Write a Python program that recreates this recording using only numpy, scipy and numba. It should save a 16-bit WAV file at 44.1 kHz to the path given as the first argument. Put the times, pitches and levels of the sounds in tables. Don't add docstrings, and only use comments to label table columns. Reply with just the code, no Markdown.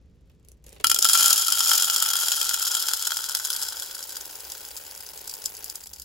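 import sys
import numpy as np
from scipy import signal
from scipy.fft import rfft, irfft, next_fast_len
from scipy.io import wavfile
from scipy.ndimage import uniform_filter1d
from numba import njit

SR = 44100
rng = np.random.default_rng(int(sys.argv[2]) if len(sys.argv) > 2 else 0)


def wav_record(signal):
    frames = np.transpose(np.atleast_2d(signal))
    bounded = np.clip(frames, -1, 1)
    quanta = np.round(bounded * 32767).astype(np.int16)
    wavfile.write(sys.argv[1], SR, quanta)


N = 266760
TIME = np.arange(N) / SR
PADDED = next_fast_len(N + SR // 2)
FREQS = np.maximum(np.fft.rfftfreq(PADDED, 1 / SR), 1)
CUTOFF_HZ = 15850
CRACK_S, RING_S = .005, .009


def from_db(db):
    return 10 ** (np.asarray(db) / 20)


def in_time(rows):
    s, *columns = np.transpose(rows)
    return [np.interp(TIME, s, column) for column in columns]


def at_hz(points):
    hz, value = np.transpose(points)
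    return np.interp(np.log(FREQS), np.log(hz), value)


def filtered(x, response):
    return irfft(rfft(x, PADDED) * response, PADDED)[..., :N]


def high_passed(x, edge_hz):
    return signal.sosfilt(signal.butter(4, edge_hz, "high", fs=SR, output="sos"), x)


def coloured(x, spectrum):
    gain = from_db(at_hz(spectrum))
    gain = gain / np.sqrt(np.mean(gain[FREQS < CUTOFF_HZ] ** 2))
    cepstrum = irfft(np.log(gain), PADDED)
    cepstrum[1:PADDED // 2] *= 2
    cepstrum[PADDED // 2 + 1:] = 0
    return filtered(x, np.exp(rfft(cepstrum)))


def panned(left_db):
    gains = from_db(np.array([[.5], [-.5]]) * left_db)
    return gains / np.sqrt(np.mean(gains ** 2, axis=0))


def wander(length):
    size = max(int(length * SR), 1)
    return uniform_filter1d(rng.standard_normal(N), size) * np.sqrt(size)


# frequency in Hz, relative level in dB.
ROOM_COLOUR = [(20, -13), (40, -8), (62, 3.5), (100, -10), (150, -10), (250, -17), (450, -22), (750, -37),
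               (1500, -41.5), (6000, -46), (9000, -55), (16000, -75)]
# time in seconds, level in dB.
ROOM_LEVEL_CURVE = [(0, -53), (0.92, -54), (1.05, -64), (2.4, -65.5), (5.0, -61), (6.05, -58.5)]
HUM_HZ, HUM_WIDTH_HZ = 60.7, 7.5
HUM_DB = -17.5


def background():
    level_db, = in_time(ROOM_LEVEL_CURVE)
    shared = rng.standard_normal(N)
    separate = 0.37 * rng.standard_normal((2, N))
    air = coloured(shared + separate, ROOM_COLOUR)
    hum_band = 1 / (1 + (2 * (FREQS - HUM_HZ) / HUM_WIDTH_HZ) ** 2)
    hum = filtered(rng.standard_normal(N), hum_band)
    return from_db(level_db) * (air + from_db(HUM_DB) * hum / np.std(hum))


def clicks_at(times, levels_db, length):
    out = np.zeros(N)
    samples = np.clip(np.round(times * SR).astype(int), 0, N - 1)
    out[samples] = from_db(levels_db) * np.sqrt(length * SR)
    return out


def collisions(per_s, spread_db, clump_db):
    size_db = spread_db * np.minimum(rng.exponential(1, N), 3.5)
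    sizes = from_db(size_db + clump_db * wander(.007))
    clicks = sizes * rng.choice([-1, 1], N) * (rng.random(N) < per_s / SR)
    power = uniform_filter1d(uniform_filter1d(clicks ** 2, size=1100), size=1100)
    return clicks / np.sqrt(np.abs(power) + 1e-6)


def dying_noise(clicks, t60, rise_s, alike):
    power = clicks ** 2 + 1e-18
    fall, rise = from_db(-120 / (t60 * SR)), np.exp(-1 / (rise_s * SR))
    for r in (fall, rise):
        power = signal.lfilter([1 - r], [1, -r], power)
    alike = np.clip(alike, 0, 1)
    shared = np.sqrt(alike) * rng.standard_normal(N)
    separate = np.sqrt(1 - alike) * rng.standard_normal((2, N))
    return np.sqrt(power) * (shared + separate)


def ticks(clicks, crack_t60, bean_t60, bean_db, scatter_t60, scatter_db):
    direct = dying_noise(clicks, crack_t60, rise_s=0.00036, alike=0.73)
    pitches_hz = np.geomspace(4400, 15500, num=28)
    dealt = rng.integers(0, len(pitches_hz), N)
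    r = from_db(-60 / (bean_t60 * SR))
    for k, w in enumerate(2 * np.pi * pitches_hz / SR):
        own_clicks = clicks * (dealt == k) + 1e-18
        ping = signal.lfilter([0, np.sin(w)], [1, -2 * r * np.cos(w), r * r], own_clicks)
        direct += from_db(bean_db) * np.sqrt(2 * (1 - r * r)) * ping
    scatter = dying_noise(clicks, scatter_t60, rise_s=0.00068, alike=0.15)
    both = direct + from_db(scatter_db) * scatter
    return both / np.sqrt(1 + from_db(bean_db) ** 2 + from_db(scatter_db) ** 2)


# start in seconds, tick level in dB, knock level in dB.
SHIFTING_BEANS = [(0.2975, -64, -58), (0.4489, -57, -65), (0.4858, -47.5, -70), (0.5177, -50, -76),
                  (0.6414, -52, -68), (0.6655, -45, -63), (0.692, -45.5, -72), (0.728, -44.5, -55),
                  (0.7622, -60, -47), (0.7998, -46, -38.5), (0.8102, -47, -52)]
# time in seconds, level in dB.
SLIDE_LEVEL = [(0, -84.5), (0.42, -77), (0.5, -69), (0.61, -83), (0.66, -57), (0.82, -61), (1.0, -47),
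               (1.3, -103)]
# frequency in Hz, relative level in dB.
CONTAINER_COLOUR = [(150, -26), (450, 6), (1000, -15), (2000, -18), (4000, -6), (7000, 4), (12000, 2),
                    (16000, -5)]
# frequency in Hz, relative level in dB.
KNOCK_COLOUR = [(100, -10), (450, 12), (800, 1), (1500, -3.5), (2800, 2.5), (5000, -6), (12000, -23)]


def container():
    s, tick_db, knock_db = np.transpose(SHIFTING_BEANS)
    slide_db, = in_time(SLIDE_LEVEL)
    sliding = from_db(slide_db) * collisions(570, spread_db=8.5, clump_db=7.0)
    bright = ticks(clicks_at(s, tick_db, CRACK_S) + sliding, crack_t60=0.0049,
                   bean_t60=0.0044, bean_db=-17, scatter_t60=0.0092, scatter_db=-6)
    knocks = clicks_at(s, knock_db, CRACK_S) + from_db(1.0) * sliding
    dull = dying_noise(knocks, t60=0.078, rise_s=0.00064, alike=0.47)
    return coloured(bright, CONTAINER_COLOUR) + coloured(dull, KNOCK_COLOUR)


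def twinned(clicks, gap_s, again_db):
    at = np.flatnonzero(clicks)
    gaps = (gap_s * SR * (.3 + rng.random(len(at)))).astype(int)
    twin_at = np.minimum(at + gaps, N - 1)
    again = np.zeros(N)
    again[twin_at] = clicks[at] * from_db(again_db) * rng.uniform(-1.7, 1.7, len(at))
    return (clicks + again) / np.sqrt(1 + from_db(again_db) ** 2)


@njit
def resonate(drive, pole):
    out, state = np.zeros(len(drive)), 0j
    for i in range(len(drive)):
        state = state * pole[i] + drive[i]
        out[i] = state.real - drive[i] / 2
    return out


def ringing(modes, strikes, fill, uneven_db, detune):
    out = np.zeros((2, N))
    for hz_empty, hz_full, db_empty, db_full, t60_empty, t60_full, left_db in modes:
        t60 = t60_empty + (t60_full - t60_empty) * fill
        r = from_db(-60 / (t60 * SR))
        luck_db = uneven_db * (2 * rng.random(N) - 1)
        level_db = db_empty + (db_full - db_empty) * fill + luck_db
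        drive = strikes * from_db(level_db) * rng.choice([-1, 1], N)
        shift = np.clip(hz_full / hz_empty - 1, -.09, .09)
        hz = hz_empty * (1 + shift * fill) * (1 + detune * wander(0.0277))
        pole = r * np.exp(2j * np.pi * hz / SR)
        out += panned(left_db) * resonate(drive * np.sqrt(2 * (1 - r * r)), pole)
    return out


# frequency in Hz, relative level in dB.
CRACK_COLOUR = [(170, -40), (270, -35), (500, -19.5), (900, -15), (1600, -8.5), (2150, -20.5), (3200, 0.5),
                (4100, -3), (4500, -2), (5150, 2), (6000, -1), (7000, 2.5), (9300, -1), (12000, 3.5),
                (13500, -6), (15800, -3)]
HEAP_DAMPS_HZ = 4070


def bare_cracks(cracks, fill):
    hard = ticks(cracks, crack_t60=0.0027, bean_t60=0.014, bean_db=-9.0, scatter_t60=0.019, scatter_db=-2.5)
    low_part = filtered(hard, 1 / (1 + (FREQS / HEAP_DAMPS_HZ) ** 20))
    return coloured(hard - 0.71 * fill ** 4 * low_part, CRACK_COLOUR)


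# pitch in Hz when empty and when full (the heap moves it
# at most 9 %), level in dB empty and full, time to fall 60 dB in seconds empty and full, left over right in dB.
WALL_MODES = [(4910, 4766, -15, -12.5, 0.033, 0.022, -2), (5285, 5120, -10.5, -9, 0.015, 0.0098, 4),
              (7040, 7130, -8, -11, 0.0066, 0.0058, 1), (8630, 7600, -12.5, -14, 0.022, 0.0078, 1.5),
              (10620, 12000, -11, -58, 0.0086, 0.0075, -3), (11580, 11000, -21.5, -18.5, 0.0076, 0.0099, 1)]


def hopper_wall(cracks, fill):
    return high_passed(ringing(WALL_MODES, cracks, fill, uneven_db=3.5, detune=.015), edge_hz=2640)


# pitch in Hz when empty and when full (the heap
# moves it at most 9 %), level in dB empty and full, time to fall 60 dB in seconds empty and full,
# left over right in dB.
COVER_MODES = [(271.5, 266, -27.5, -30.5, 0.17, 0.06, 11), (875, 915, -18.5, -7, 0.035, 0.012, 4.5),
               (1360, 1437, -3, -4, 0.059, 0.013, 6), (1425, 1590, -13, -3, 0.017, 0.037, 1.5),
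               (2445, 2710, -16, -36, 0.11, 0.057, 26), (2913, 3120, -11, -14, 0.071, 0.029, 5),
               (3232, 3330, 0, -3.5, 0.042, 0.02, 7.5), (4140, 3960, -12, -0.5, 0.07, 0.015, 7)]
CONTACT_HZ = 4970


def burr_cover(thuds, fill):
    cover = ringing(COVER_MODES, thuds, fill, uneven_db=4.0, detune=0.0067)
    cover = signal.sosfilt(signal.butter(2, CONTACT_HZ, fs=SR, output="sos"), cover)
    return high_passed(cover, edge_hz=284)


# frequency in Hz, relative level in dB.
HEAP_COLOUR = [(150, -18), (280, -2.5), (480, 8), (680, 1), (900, 7), (1200, -3.5), (1480, 1.5),
               (2150, -1.5), (2800, 2), (4300, -3), (5200, -3), (9000, -1), (13500, 1), (15000, 3)]


def heap_ticks(heap_flow, per_s):
    on_heap = heap_flow * collisions(per_s, spread_db=2.5, clump_db=2.5)
    soft = ticks(on_heap, crack_t60=0.003, bean_t60=0.006, bean_db=0, scatter_t60=0.016, scatter_db=-3.5)
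    return coloured(soft, HEAP_COLOUR)


def bright_ticks(heap_flow):
    sparse = heap_flow * from_db(-4) * collisions(65, spread_db=6.0, clump_db=5.0)
    return high_passed(dying_noise(sparse, t60=0.0019, rise_s=.0001, alike=1.0), edge_hz=8700)


MIDDLING_PER_S, MIDDLING_CRACK_DB, MIDDLING_THUD_DB, MIDDLING_SPREAD_DB = 30, -0.5, -11.5, 2.5
MIDDLING_ON_HEAP_DB = 2


def middling_beans(stream_db, bare_db, fill):
    chance = rng.random((400, 3))
    s = LOUD_BEANS[0][0] + np.cumsum(.25 + 1.5 * chance[:, 0]) / MIDDLING_PER_S
    luck_db = MIDDLING_SPREAD_DB * np.sqrt(12) * (chance[:, 1:] - .5)
    crack_db = np.interp(s, TIME, stream_db + MIDDLING_ON_HEAP_DB * fill) + MIDDLING_CRACK_DB + luck_db[:, 0]
    thud_db = np.interp(s, TIME, stream_db + bare_db) + MIDDLING_THUD_DB + 2 * luck_db[:, 1]
    return np.transpose([s, crack_db, thud_db])[s < TIME[-1]]


# start in seconds, crack level in dB,
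# level in dB of the thud into the burr cover.
LOUD_BEANS = [(0.8436, -11.5, -17.5), (0.8696, -10.5, -31.5), (0.8982, -16, -29), (0.9151, -10, -19.5),
              (0.9451, -14.5, -53), (0.9616, -23, -29.5), (0.9882, -17, -65), (1.025, -12.5, -36),
              (1.0455, -14.5, -29), (1.052, -14, -22.5), (1.088, -15.5, -48), (1.133, -12.5, -50),
              (1.175, -15, -33), (1.205, -27, -31), (1.2594, -15, -31), (1.3052, -13, -39),
              (1.329, -14.5, -37), (1.379, -18, -40), (1.4825, -16, -30), (1.5229, -18, -29),
              (1.5933, -21, -34.5), (1.6055, -17, -26), (1.649, -25, -47), (1.8228, -19, -29.5),
              (1.899, -14, -30), (1.948, -24.5, -44), (1.9619, -15.5, -31.5), (2.0236, -17.5, -31.5),
              (2.1032, -22, -32), (2.155, -20.5, -30), (2.213, -22.5, -40), (2.3186, -19, -25.5),
              (2.4138, -21.5, -29.5), (2.4924, -17.5, -30), (2.5423, -19, -30), (2.6261, -20, -38),
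              (2.7504, -20, -32.5), (2.8127, -35, -39), (2.885, -20, -30), (2.935, -17.5, -34),
              (3.052, -26, -33.5), (3.072, -21, -33), (3.1195, -22.5, -30), (3.1692, -20, -35.5),
              (3.2947, -27.5, -36), (3.3494, -17.5, -36), (3.3698, -24.5, -39), (3.455, -28, -55),
              (3.503, -26, -53), (3.529, -27, -50), (3.6248, -29.5, -38.5), (3.7982, -25.5, -55),
              (3.8225, -27, -40.5), (3.9521, -31, -59), (3.9917, -32, -48), (4.127, -34, -62),
              (4.1678, -29, -45), (4.5194, -29, -69), (4.773, -31, -67), (5.0808, -48, -68),
              (5.176, -36, -61), (5.276, -31, -53), (5.295, -29.5, -70), (5.3385, -28.5, -55),
              (5.457, -23, -70), (5.6433, -29, -68), (5.6991, -29, -72), (5.7555, -29.5, -57),
              (5.838, -37.5, -68), (5.8712, -37, -65), (5.9342, -34.5, -64), (5.998, -35, -65),
              (6.0196, -33.5, -76)]
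# time in seconds, level in dB.
STREAM_LEVEL = [(0.84, -42), (0.99, -28), (1.04, -20.5), (1.22, -17), (1.45, -24.5), (1.62, -23.5),
                (1.72, -18), (1.88, -24.5), (2.35, -23.5), (2.57, -27.5), (2.68, -24), (3.03, -30),
                (3.6, -28.5), (3.95, -35.5), (5.0, -40), (5.7, -42), (5.95, -49)]
# time in seconds, fill from 0 to 1, collisions per second,
# share of the stream on bare surfaces in dB, share on the heap in dB.
FILLING = [(0.84, 0.06, 300, -13, -33), (1.15, 0, 1570, -2, -25), (2.0, 0.16, 980, -2, -20.5),
           (2.8, 0.32, 855, -2.5, -18), (3.5, 0.72, 840, -4.5, -17), (3.9, 0.75, 990, -7, -8.5),
           (4.3, 0.78, 1000, -10.5, -5), (5.6, 0.98, 600, -16.5, -1), (6.05, 0.95, 120, -11, -3)]
# frequency in Hz, left over right in dB.
RATTLE_BALANCE = [(80, -16), (250, 6.5), (700, -0.5), (1200, 5.5), (2700, 3.5), (3700, -0.5), (5400, 13),
                  (7000, -1), (9000, 0.5), (16000, -0.5)]
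TAP_DB = -10.5


def pour():
    stream_db, = in_time(STREAM_LEVEL)
    fill, per_s, bare_db, heap_db = in_time(FILLING)
    fill = np.clip(fill, 0, 1)
    s, crack_db, thud_db = np.vstack([LOUD_BEANS, middling_beans(stream_db, bare_db, fill)]).T
    flow = from_db(stream_db) * (TIME > s[0])
    bare_flow, heap_flow = flow * from_db(bare_db), flow * from_db(heap_db)
    on_bare = bare_flow * collisions(per_s, spread_db=3.5, clump_db=4.0)
    single = clicks_at(s, crack_db, CRACK_S)
    softened = twinned(single, gap_s=-0.0028, again_db=-12.0)
    cracks = twinned(softened + on_bare, gap_s=.0016, again_db=-2.0)
    taps = bare_flow * from_db(TAP_DB) * collisions(per_s, spread_db=0.0, clump_db=5.5)
    thuds = clicks_at(s, thud_db, RING_S) + taps
    rattle = bare_cracks(cracks, fill) + heap_ticks(heap_flow, per_s) + bright_ticks(heap_flow)
    rattle = filtered(rattle, panned(at_hz(RATTLE_BALANCE)))
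    return rattle + hopper_wall(cracks, fill) + burr_cover(thuds, fill)


KITCHEN_T60_S, KITCHEN_DB = 0.071, -9.5


def kitchen(x):
    t = TIME[:SR // 2]
    tail = rng.standard_normal((2, len(t))) * from_db(-60 * t / KITCHEN_T60_S) * (t > .004)
    return filtered(x, rfft(tail / np.sqrt(np.sum(tail[0] ** 2)), PADDED))


def scene():
    beans = container() + pour()
    return background() + beans + from_db(KITCHEN_DB) * kitchen(beans)


# frequency in Hz, phase lead of the right side in radians.
RIGHT_PHASE_LEAD = [(50, 0), (1000, -.6), (3200, -.8), (4000, 0), (6700, -.3), (9000, 3.1), (11200, 6.2),
                    (13300, 9.4), (15200, 12.6), (16500, 12.5)]


def record(dry):
    side_phase = at_hz(RIGHT_PHASE_LEAD) * np.array([[-.5], [.5]])
    ports = filtered(dry, np.exp(1j * side_phase))
    rounded = 1.2 * np.tanh(ports / 1.2)
    return filtered(rounded, 1 / np.sqrt(1 + (FREQS / CUTOFF_HZ) ** 500))


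dry = scene()
out = record(dry)
wav_record(out)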